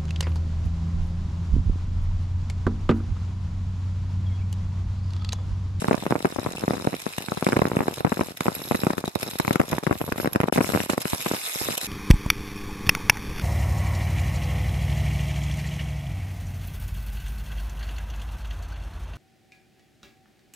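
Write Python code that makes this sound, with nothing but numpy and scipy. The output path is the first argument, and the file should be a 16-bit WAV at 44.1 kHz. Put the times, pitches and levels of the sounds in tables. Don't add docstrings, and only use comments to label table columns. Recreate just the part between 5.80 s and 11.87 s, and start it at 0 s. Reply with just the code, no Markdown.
import sys
import numpy as np
from scipy import signal
from scipy.fft import irfft
from scipy.io import wavfile
from scipy.ndimage import uniform_filter1d, map_coordinates

SR = 44100
rng = np.random.default_rng(int(sys.argv[2]) if len(sys.argv) > 2 else 0)


def store_wav(level_fs):
    pcm = np.round(np.clip(np.atleast_2d(level_fs), -1, 1) * 32767)
    wavfile.write(sys.argv[1], SR, pcm.T.astype(np.int16))


N = 267687
TIME = np.arange(N) / SR
DEAD_S, RESTRIKE_S = 4.692, 4.723
IS_STEADY = TIME > RESTRIKE_S


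# start in seconds, body level in dB, left minus right in dB, crack level in dB.
REIGNITIONS = [(0.0196, -21.5, 5, -59), (0.0435, -19.5, -3, -30), (0.0829, -13, -3.5, -27),
               (0.1104, -10.5, 5, -30.5), (0.1153, -18.5, -5.0, -40), (0.1294, -18, 0, -28),
               (0.1437, -14, -16, -32), (0.264, -17, -0.5, -30), (0.3074, -15.5, 7, -29),
               (0.314, -22, -12, -39), (0.3231, -12.5, -2, -28.5), (0.3543, -16.5, -4, -34),
               (0.3602, -20, -4, -30.5), (0.447, -15, 3, -32.5), (0.4519, -13, -2, -36),
               (0.4543, -14.5, 0, -25.5), (0.561, -22.5, 9, -50), (0.5844, -21.5, 13, -45),
               (0.5886, -19.5, 10.0, -39), (0.6623, -18, 6.5, -31), (0.6692, -21, 1, -38),
               (0.8365, -17.5, 3, -46), (0.8793, -13, 1, -32), (0.907, -14.5, 0.0, -28),
               (0.934, -21, -7, -37), (0.942, -26, 7, -43), (1.0493, -23, 7.0, -49), (1.0716, -12, -1, -33),
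               (1.1297, -23, -4, -40), (1.1408, -22, -8, -32.5), (1.2647, -18.5, 9, -41),
               (1.3812, -22, 10, -47), (1.4843, -24, -7, -29.5), (1.519, -18, 5, -32.5),
               (1.5718, -22, 4, -38), (1.6249, -16, 5, -28.5), (1.666, -11, 2, -25.5),
               (1.6717, -21, -6, -27), (1.6877, -16.5, -2.0, -36), (1.7222, -19, 5, -24),
               (1.73, -13.5, -3.5, -24), (1.764, -17, -2, -24), (1.768, -11, -1, -24.5),
               (1.792, -14, -11, -32), (1.8173, -12.5, 4.5, -27.5), (1.8199, -13.5, 2, -31),
               (1.8533, -14.5, -1.5, -30), (1.8758, -22, -3.0, -50), (1.9161, -18, -1, -38),
               (1.9674, -11.5, -0.5, -27.5), (1.9897, -20, -6, -28), (2.0052, -14.5, 1, -27.5),
               (2.027, -24, -5, -42), (2.0815, -14, -1, -33), (2.2059, -22, -2, -42),
               (2.2469, -13.5, -2.5, -31), (2.2483, -11.5, 9, -30), (2.255, -25, -4, -41),
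               (2.2651, -22, 10, -32), (2.272, -21, 9, -36), (2.3195, -15.5, 5, -34),
               (2.3241, -18.5, 5, -27), (2.3704, -23, 6, -35), (2.3931, -17.5, -1, -33),
               (2.409, -14.5, 4, -26), (2.4127, -16.5, 1, -36), (2.607, -19.5, -5, -22.5),
               (2.657, -20, -1.0, -35), (2.6654, -20.5, -4, -28), (2.6816, -11.5, 2.5, -28.5),
               (2.9111, -13, 7.5, -30), (2.9195, -18, -17, -31), (2.9454, -18, 0.0, -29.0),
               (2.9503, -18, -8, -26.5), (3.0342, -15, 0.5, -28.5), (3.0673, -10.5, 2.5, -26.5),
               (3.1034, -15.5, 1.5, -31), (3.1066, -23, 7, -29.5), (3.1333, -23.5, 3, -32),
               (3.1805, -18.5, 7, -30), (3.24, -20, 1, -48), (3.2775, -20.5, 1.5, -58),
               (3.3566, -15.5, -15, -43), (3.4298, -23, 5, -36), (3.5986, -13, -2, -24.5),
               (3.6486, -24.5, 7, -27), (3.6786, -15.5, 1, -21), (3.708, -11.5, 4, -26),
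               (3.7569, -13.5, 4, -20), (3.797, -15, 0, -27), (3.8005, -8.5, 3, -25.5),
               (3.8142, -21, 3, -28), (3.9211, -21.5, -6, -29), (3.9292, -17.5, 6, -25),
               (3.935, -19, -28, -36.0), (3.9819, -19, -2.5, -26), (4.0665, -15.5, 6, -21),
               (4.0719, -15, 6.0, -30), (4.1099, -11.5, 5.5, -29.5), (4.1258, -20.5, 7, -27.5),
               (4.2136, -18, 1.5, -29.5), (4.3216, -17.5, 0, -20), (4.3812, -25, 6, -32),
               (4.3996, -20, 5, -30.5), (4.4456, -18, 0, -30), (4.4572, -18.5, 4, -28),
               (4.4736, -15.5, 2, -28.5), (4.5585, -11, 0.5, -23.5), (4.602, -13, -2.5, -24),
               (4.6126, -28, 4, -24.5), (4.6328, -18, -1, -28), (4.639, -14, 8, -28.5),
               (4.683, -16, 0.5, -32.5), (4.7249, -14, 8, -27), (4.7598, -20.5, -2, -29),
               (4.7755, -16.5, 4, -27), (4.7802, -12, 4.0, -22), (4.788, -14.5, -5, -33),
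               (4.806, -14.5, 0, -25), (4.8102, -14, 6, -24), (4.8443, -22, 15, -27.5),
               (4.8907, -20, 4, -40), (4.9011, -24, 14, -33), (4.935, -19, 6, -35.0),
               (4.9395, -25, 15, -27), (4.9482, -13, 4, -29), (4.9589, -16, -5, -27),
               (4.9736, -19, -3, -30), (5.0026, -19.5, 4, -22.5), (5.0962, -18.5, -4.5, -35),
               (5.0993, -16.5, -1.5, -26), (5.1328, -19.5, -3.0, -28.5), (5.1781, -15.5, -3, -30),
               (5.2541, -18.5, 1.5, -27.5), (5.332, -16, -0.5, -30.5), (5.461, -19, 6, -27),
               (5.466, -22, -2, -33), (5.5128, -17, -1.5, -28), (5.5361, -21, 0.0, -37),
               (5.546, -27, 0, -40), (5.7567, -28.5, -5, -41), (5.8135, -23, -5, -38),
               (5.8858, -19, -3, -31.5), (5.906, -25.5, 0, -41)]

def pops(crack_db=-0.5, delay_s=0.00024, rock_db=-16, rock_s=0.009):
    out = np.zeros((2, N))
    draws = rng.standard_normal((len(REIGNITIONS), 12, 2))
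    for (start, db, pan_db, edge_db), draw in zip(REIGNITIONS, draws):
        pop = swell(draw[:4], db) + crack(draw[9:], edge_db + crack_db)
        add(out, start + delay_s, panned(pan_db) * pop)
        late, size = np.clip(draw[8], -2, 2)
        add(out, start + rock_s * np.exp(late / 2), swell(draw[4:8], db + rock_db + 2 * size))
    return out


def small_pops(level_db=7, crack_db=-13, gap_s=0.025, spread_db=3, pan_db=3, pan_spread_db=4):
    out, draws = np.zeros((2, N)), rng.standard_normal((300, 9, 2))
    starts = np.cumsum(gap_s * np.exp(0.7 * draws[:, 5, 0]))
    for start, draw in zip(starts, draws):
        size, side = np.clip(draw[4], -2, 1.5)
        db = np.interp(start, *np.transpose(POOL_ACTIVITY)) + level_db + spread_db * size
        pop = swell(draw[:4], db) + crack(draw[6:], db + crack_db)
        add(out, start, panned(pan_db + pan_spread_db * side) * pop)
    return out


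def swell(draw, db, mid_turn_hz=480, lag_spread_s=0.00033, echo=0.4, echo_s=0.001396):
    size, turn, bounce, path = np.clip(draw, -2, 2)[:, :, None]
    stretch = np.exp(0.16 * (size[0] + 0.5 * size[::-1]))
    turn_hz = mid_turn_hz * np.exp(0.25 * turn)
    lag_s = np.maximum(lag_spread_s * (path - path[::-1]), 0)
    reflected = echo * bounce * gas_pulse(stretch, turn_hz, lag_s + echo_s * np.exp(path / 2))
    return gain_of(db) * equal_energy(gas_pulse(stretch, turn_hz, lag_s) + reflected)


def crack(draw, db, first_s=0.0001, apart_s=0.000604, turn_hz=900):
    size, gap, share = np.clip(draw, -2, 2)[:, :, None]
    stretch = np.exp(0.52 * size)
    tears = [(first_s, 1),
             (first_s + apart_s * np.exp(gap / 2), share),
             (first_s + 2 * apart_s * np.exp(share / 2), gap)]
    wave = sum(gain * gas_pulse(stretch, turn_hz, lag_s, low_hz=1120, body_hz=2260, edge_hz=2617, order=8)
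               for lag_s, gain in tears)
    return gain_of(db) * equal_energy(wave)


def gas_pulse(stretch, turn_hz, lag_s, low_hz=155, body_hz=310, edge_hz=1400, order=4):
    jf = 1j * np.fft.rfftfreq(1024, 1 / SR)
    low = jf * stretch / low_hz
    spectrum = low ** 2 / (low ** 2 + low + 1) / (1 + jf * stretch / body_hz)
    spectrum /= np.polyval(signal.butter(order, 1, analog=True)[1], jf / edge_hz)
    spectrum *= (jf - turn_hz) / (jf + turn_hz)
    return equal_energy(irfft(spectrum * np.exp(-2 * np.pi * jf * lag_s)))


# frequency in Hz, relative gain in dB.
SIZZLE_SPECTRUM = [(60, -33), (400, -0.5), (900, 0.5), (1400, -3), (2000, -1), (2600, 1), (3200, -3),
                   (3850, 2.5), (4150, -2), (4750, -5.5), (5200, 3.5), (6000, -9), (6450, -1), (7050, -6),
                   (7800, -1.5), (9200, -2.5), (10100, -6.5), (11100, -2), (12600, -6.5), (13500, -12.5),
                   (14300, -31), (15800, -29)]
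STEADY_TILT = [(250, -4), (900, -1), (3200, -0.5), (12000, 2)]
FIZZ_SPECTRUM = [(200, -55), (9500, -30), (10900, -2), (11650, 10), (12400, -7), (13300, -15), (14500, -30),
                 (16000, -34)]

def sizzle(drops, clicks_per_s=8000, spread_db=3, level_db=2.5, waver_db=2, fizz_pan_db=-8, spots=8):
    spot = rng.integers(0, spots, N)
    clicks = np.sign(rng.standard_normal(N)) * gain_of(spread_db * np.minimum(rng.exponential(1, N), 4))
    clicks *= rng.random(N) < clicks_per_s / SR
    strength = arc_strength(drops)
    scattered = sum(steel_scatter(clicks * (spot == k)) for k in range(spots))
    grains = flicker(nozzle_echo(scattered) * strength)
    grains = np.where(IS_STEADY, coloured(grains, STEADY_TILT), grains)
    frying = gain_of(level_db) * coloured(grains, SIZZLE_SPECTRUM)
    fizz = coloured(strength * rng.standard_normal((2, N)), FIZZ_SPECTRUM)
    fizz_db = frying_db(column=2) - frying_db() + waver_db * wavering()
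    return frying + panned(fizz_pan_db) * gain_of(fizz_db) * fizz


# time in seconds, relative level in dB.
METAL_SPITS = [(1.2174, -24.5), (1.326, -27.5), (1.3819, -20.5), (1.403, -30), (1.422, -24), (1.574, -25.5),
               (1.644, -21.5), (1.687, -23), (2.14, -26), (2.5714, -27), (2.6059, -22), (2.75, -22),
               (3.1797, -25.5), (3.255, -29), (3.278, -27), (3.353, -20.5), (3.411, -27), (3.429, -17.5),
               (3.586, -20), (3.599, -19.5), (3.728, -22.5), (3.8898, -23), (3.913, -24.5), (3.985, -29),
               (4.034, -27.5), (4.531, -21.5), (5.0988, -20), (5.179, -26), (5.2165, -21.5), (5.299, -17.5),
               (5.977, -13.5), (6.012, -18.5)]

def arc_strength(drops, bed_db=-1.5, burst_db=6, spit_db=-8, spit_lead_s=0.0012, spray_db=-10.5,
                 flare_db=6.5, flare_s=0.07, steady_flutter=0.72, gas_db=-59):
    bursts, spits = np.zeros((2, N))
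    flash = burst(0.0008, 0.002)
    for start, db in drops:
        add(bursts, start, (gain_of(db + burst_db) * flash) ** 2)
    for start, db in METAL_SPITS:
        add(spits, start - spit_lead_s, (gain_of(db + spit_db) * burst(0.0019, 0.003)) ** 2)
    for start, _, _, db in REIGNITIONS:
        add(spits, start, (gain_of(db + spray_db) * burst(0.0005, 0.0032)) ** 2)
    fresh_arc_db = flare_db * IS_STEADY * np.exp(-abs(TIME - RESTRIKE_S) / flare_s)
    flutter = (gain_of(bed_db) ** 2 + bursts) ** np.where(IS_STEADY, steady_flutter, 1)
    frying = (burning() * gain_of(frying_db() + fresh_arc_db)) ** 2 * flutter
    return np.sqrt(frying + spits + gain_of(gas_db) ** 2)


# time in seconds, relative sizzle and fizz levels in dB.
STUTTERING_ARC = [(0.0, -38.5, -60), (0.26, -48.5, -58), (0.56, -45.5, -62), (1.17, -46.5, -57),
                  (1.33, -44.5, -59), (1.58, -45, -64), (1.72, -45.5, -62), (1.82, -49, -55),
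                  (2.18, -46, -52.5), (2.48, -46.5, -53.5), (2.89, -42.5, -41.5), (3.21, -46, -55),
                  (3.39, -43.5, -48), (3.6, -43, -46.5), (3.83, -48.5, -53.5), (3.96, -46, -50),
                  (4.08, -51.5, -61), (4.21, -47.5, -41.5), (4.33, -48.5, -53), (4.41, -42, -38),
                  (4.52, -56, -56.5), (4.68, -43.5, -53)]
STEADY_ARC = [(4.83, -40, -49.5), (4.918, -38.5, -41), (5.178, -39, -49), (5.348, -37.5, -45),
              (5.458, -37.5, -46), (5.796, -34.5, -40.5), (6.07, -36.5, -42)]

def frying_db(column=1):
    return np.where(IS_STEADY, follow(STEADY_ARC, column), follow(STUTTERING_ARC, column))


# start in seconds, length in seconds.
WIRE_SHORTS = [(0.738, 0.011), (2.215, 0.061), (2.523, 0.046), (2.583, 0.027), (3.138, 0.031),
               (3.213, 0.035), (3.297, 0.093), (3.573, 0.02), (3.77, 0.024), (3.995, 0.032), (4.333, 0.024),
               (4.479, 0.041), (4.57, 0.035), (4.606, .065), (4.787, 0.019), (5.065, 0.021), (5.147, 0.027),
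               (5.186, 0.015), (5.23, 0.018), (5.957, 0.013), (5.986, 0.02)]
# time in seconds, gain in dB (capped at 0 in use).
POP_BLOWDOWN = [(0, -4.5), (2.6, 9.5), (3.2, -0.5), (5.2, 1), (5.5, 2)]

def burning(short_db=-13, blown_after_s=0.0069, blown_s=0.033):
    shorted, blown = np.zeros((2, N))
    for start, length_s in WIRE_SHORTS:
        add(shorted, start, np.ones(round(length_s * SR)))
    for start, *_ in REIGNITIONS:
        add(blown, start + blown_after_s, np.ones(round(blown_s * SR)))
    db = np.minimum(short_db * np.minimum(shorted, 1), follow(POP_BLOWDOWN) * np.minimum(blown, 1))
    return gain_of(uniform_filter1d(db, size=180))


def dead_stop(depth_db=-35.5, fade_s=0.0092):
    dying = np.clip((TIME - DEAD_S) / fade_s + 0.5, 0, 1) * (TIME < RESTRIKE_S)
    return gain_of(uniform_filter1d(depth_db * dying, size=80))


def steel_scatter(x, scatter_db=2, decay_s=0.001, size=400):
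    t = np.arange(size) / SR
    taps = rng.standard_normal((2, size)) * np.exp(-t / decay_s)
    taps *= gain_of(scatter_db) / np.linalg.norm(taps, axis=1, keepdims=True)
    taps[[0, 1], rng.integers(0, size // 10, 2)] += 1
    return signal.oaconvolve(x[None], taps / np.linalg.norm(taps[0]), axes=1)[:, :N]


def nozzle_echo(x, echo=0.19, echo_s=0.000762, weave=0.11):
    delays_s = [echo_s * (1 + weave * wavering(low_hz=0.4, high_hz=4)) for _ in x]
    reflected = np.array([map_coordinates(side, [np.arange(N) - delay_s * SR], order=2)
                          for side, delay_s in zip(x, delays_s)])
    return unit_rms(x + echo * reflected)


def flicker(x, depth_db=3):
    spectra = signal.stft(x, nperseg=256)[2]
    patches = rng.standard_normal(spectra.shape)
    patches = patches.sum(0) + 0.5 * patches
    patches = uniform_filter1d(patches, size=7, axis=1)
    patches = unit_rms(uniform_filter1d(patches, size=4, axis=2))
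    return signal.istft(spectra * unit_rms(gain_of(depth_db * patches)))[1][:, :N]


def droplets(stuttering_per_s=62, steady_per_s=160, jitter=0.42, spread_db=3.5):
    gap, size = rng.standard_normal((900, 2)).T
    per_s = np.where(IS_STEADY, steady_per_s, stuttering_per_s)
    starts = np.interp(np.cumsum(np.exp(jitter * gap)), np.cumsum(per_s) / SR, TIME)
    return np.transpose([starts, spread_db * np.clip(size, -2, 1.5)])[starts < TIME[-1]]


# frequency in Hz, relative gain in dB.
SNAP_SPECTRUM = [(300, -18), (1200, 0), (2700, 0), (5400, 3), (9000, -3.5), (14000, -22)]

def snaps(drops, level_db=4, steady_db=-3.5, delay_s=0.0005):
    out, envelope = np.zeros((2, N)), burst(0.0001, 0.0007)
    noises = rng.standard_normal((len(drops), 3, len(envelope)))
    for (start, db), noise in zip(drops, noises):
        add(out, start + delay_s, gain_of(db) * envelope * unit_rms(noise[:2] + 0.5 * noise[2]))
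    strength = burning() * gain_of(frying_db() + level_db + steady_db * IS_STEADY)
    return strength * coloured(coloured(out, SNAP_SPECTRUM), SIZZLE_SPECTRUM)


# time in seconds, relative level in dB.
POOL_ACTIVITY = [(0.0, -33), (0.18, -31), (0.42, -39), (0.96, -36.5), (1.34, -50.5), (1.83, -35.5),
                 (2.67, -42.5), (2.99, -40.5), (3.09, -38), (3.33, -48), (3.5, -38.5), (3.72, -37.5),
                 (4.16, -36.5), (4.78, -33), (5.06, -37), (5.43, -50), (5.58, -46), (5.79, -69),
                 (5.85, -38), (6.07, -45)]

def sputter(level_db=-4, per_s=130, spread_db=10.5, width=0.55):
    sizes = gain_of(spread_db * np.minimum(rng.exponential(1, (3, N)), 3))
    left, right, both = sizes * (rng.random((3, N)) < per_s / SR)
    clicks = both + width * np.array([left, right])
    bubble = gas_pulse(stretch=1.27, turn_hz=540, lag_s=0)
    bubbling = signal.oaconvolve(clicks, bubble[None], axes=1)[:, :N]
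    return gain_of(follow(POOL_ACTIVITY) + level_db) * unit_rms(bubbling)


# frequency in Hz, relative level in dB.
STEEL_MODES = [(3850, 4), (5280, -2)]

def spatter(level_db=8, per_s=26, spread_db=3, t60_s=0.011, detune=0.012):
    out, t = np.zeros((2, N)), np.arange(1200) / SR
    bead_db = frying_db() + level_db
    for at in np.flatnonzero((rng.random(N) < per_s / SR) & (TIME < DEAD_S)):
        for hz, db in STEEL_MODES:
            shift, size, side = np.clip(rng.standard_normal(3), -2, 2)
            ring = np.sin(2 * np.pi * (hz * (1 + detune * shift) * t + rng.random((2, 1))))
            envelope = gain_of(bead_db[at] + db + spread_db * size - 60 * t / t60_s)
            add(out, at / SR, panned(spread_db * (1 + side)) * envelope * ring)
    return burning() * out


# start in seconds, pitch in Hz, level in dB.
BEAD_LANDINGS = [(0.771, 2680, -23), (3.256, 3860, -27.5), (3.278, 3960, -31), (3.353, 3810, -23.5)]

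def bead_ticks(t60_s=0.027):
    out, t = np.zeros((2, N)), np.arange(3000) / SR
    for (start, hz, db), phase in zip(BEAD_LANDINGS, rng.random((len(BEAD_LANDINGS), 2, 1))):
        add(out, start, gain_of(db - 60 * t / t60_s) * np.sin(2 * np.pi * (hz * t + phase)))
    return out


# frequency in Hz, relative gain in dB.
RUMBLE_SPECTRUM = [(25, -33), (85, -3), (220, -21), (1000, -67)]

def rumble(level_db=-15, waver_db=1.5):
    db = follow(POOL_ACTIVITY) + level_db + waver_db * wavering()
    return gain_of(db) * coloured(rng.standard_normal((1, N)), RUMBLE_SPECTRUM, size=8192)


# frequency in Hz, T60 in seconds.
ROOM_T60 = [(150, 0.007), (1000, 0.24), (4000, 0.13), (12000, 0.014)]

def room(x):
    hz, t, spectra = signal.stft(rng.standard_normal((2, SR // 2)), SR, nperseg=256)
    tail = signal.istft(spectra * gain_of(-60 * t / at_hz(ROOM_T60, hz)[:, None]), SR)[1]
    tail *= np.clip(np.arange(tail.shape[1]) / SR / 0.0033, 0, 1)
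    return signal.oaconvolve(x, tail / np.linalg.norm(tail[0]), axes=1)[:, :N]


# frequency in Hz, relative gain in dB.
AIR_SPECTRUM = [(20, -11), (70, -10), (200, -18), (1000, -36), (4000, 4), (16000, -6)]

def air(level_db=-60):
    return gain_of(level_db) * coloured(rng.standard_normal((2, N)), AIR_SPECTRUM)


def gain_of(db):
    return 10 ** (np.asarray(db) / 20)


def unit_rms(x):
    return x / np.sqrt(np.mean(x ** 2) + 1e-20)


def equal_energy(wave):
    return wave / np.sqrt(np.sum(wave ** 2, -1, keepdims=True) / (0.0043 * SR))


def panned(left_minus_right_db):
    return unit_rms(gain_of([[left_minus_right_db / 2], [-left_minus_right_db / 2]]))


def at_hz(rows, hz):
    row_hz, value = np.transpose(rows)
    return np.interp(np.log(hz + 1), np.log(row_hz + 1), value)


def follow(rows, column=1):
    rows = np.array(rows)
    return np.interp(TIME, rows[:, 0], rows[:, column])


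def add(mix, start_s, sound):
    part = mix[..., max(round(start_s * SR), 0):][..., :sound.shape[-1]]
    part += sound[..., :part.shape[-1]]


def coloured(x, spectrum, size=2048):
    log_gain = np.log(gain_of(at_hz(spectrum, abs(np.fft.fftfreq(size, 1 / SR)))))
    taps = np.fft.ifft(np.exp(np.conj(signal.hilbert(log_gain)))).real[:size // 2]
    return signal.oaconvolve(x, taps[None] / np.linalg.norm(taps), axes=1)[:, :N]


def burst(rise_s, fall_s):
    t = np.arange(1800) / SR
    shape = (1 - np.exp(-(t / rise_s) ** 2)) * np.exp(-t / fall_s)
    return shape / shape.max()


def wavering(low_hz=5, high_hz=16, count=24):
    rates_hz = np.geomspace(low_hz, high_hz, count)
    t = np.linspace(0, N / SR, 1200)
    drift = np.sin(2 * np.pi * (rates_hz * t[:, None] + rng.random(count))).sum(1)
    return unit_rms(np.interp(TIME, t, drift))


def scene(pop_room_db=-22, frying_room_db=-14):
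    alive, arc, drops = dead_stop(), burning(), droplets()
    thumps = pops() + alive * arc * small_pops()
    frying = sizzle(drops) + snaps(drops) + spatter() + bead_ticks()
    workshop = gain_of(pop_room_db) * room(thumps) + gain_of(frying_room_db) * room(frying) + air()
    pool = arc * (sputter() + rumble())
    return thumps + alive * (frying + pool + workshop)


def record(dry, cutoff_hz=15900):
    lowpass = signal.firwin(255, cutoff_hz, window=("kaiser", 9), fs=SR)
    return signal.oaconvolve(np.clip(dry, -1, 1), lowpass[None], "same")


dry = scene()
out = record(dry)
store_wav(out)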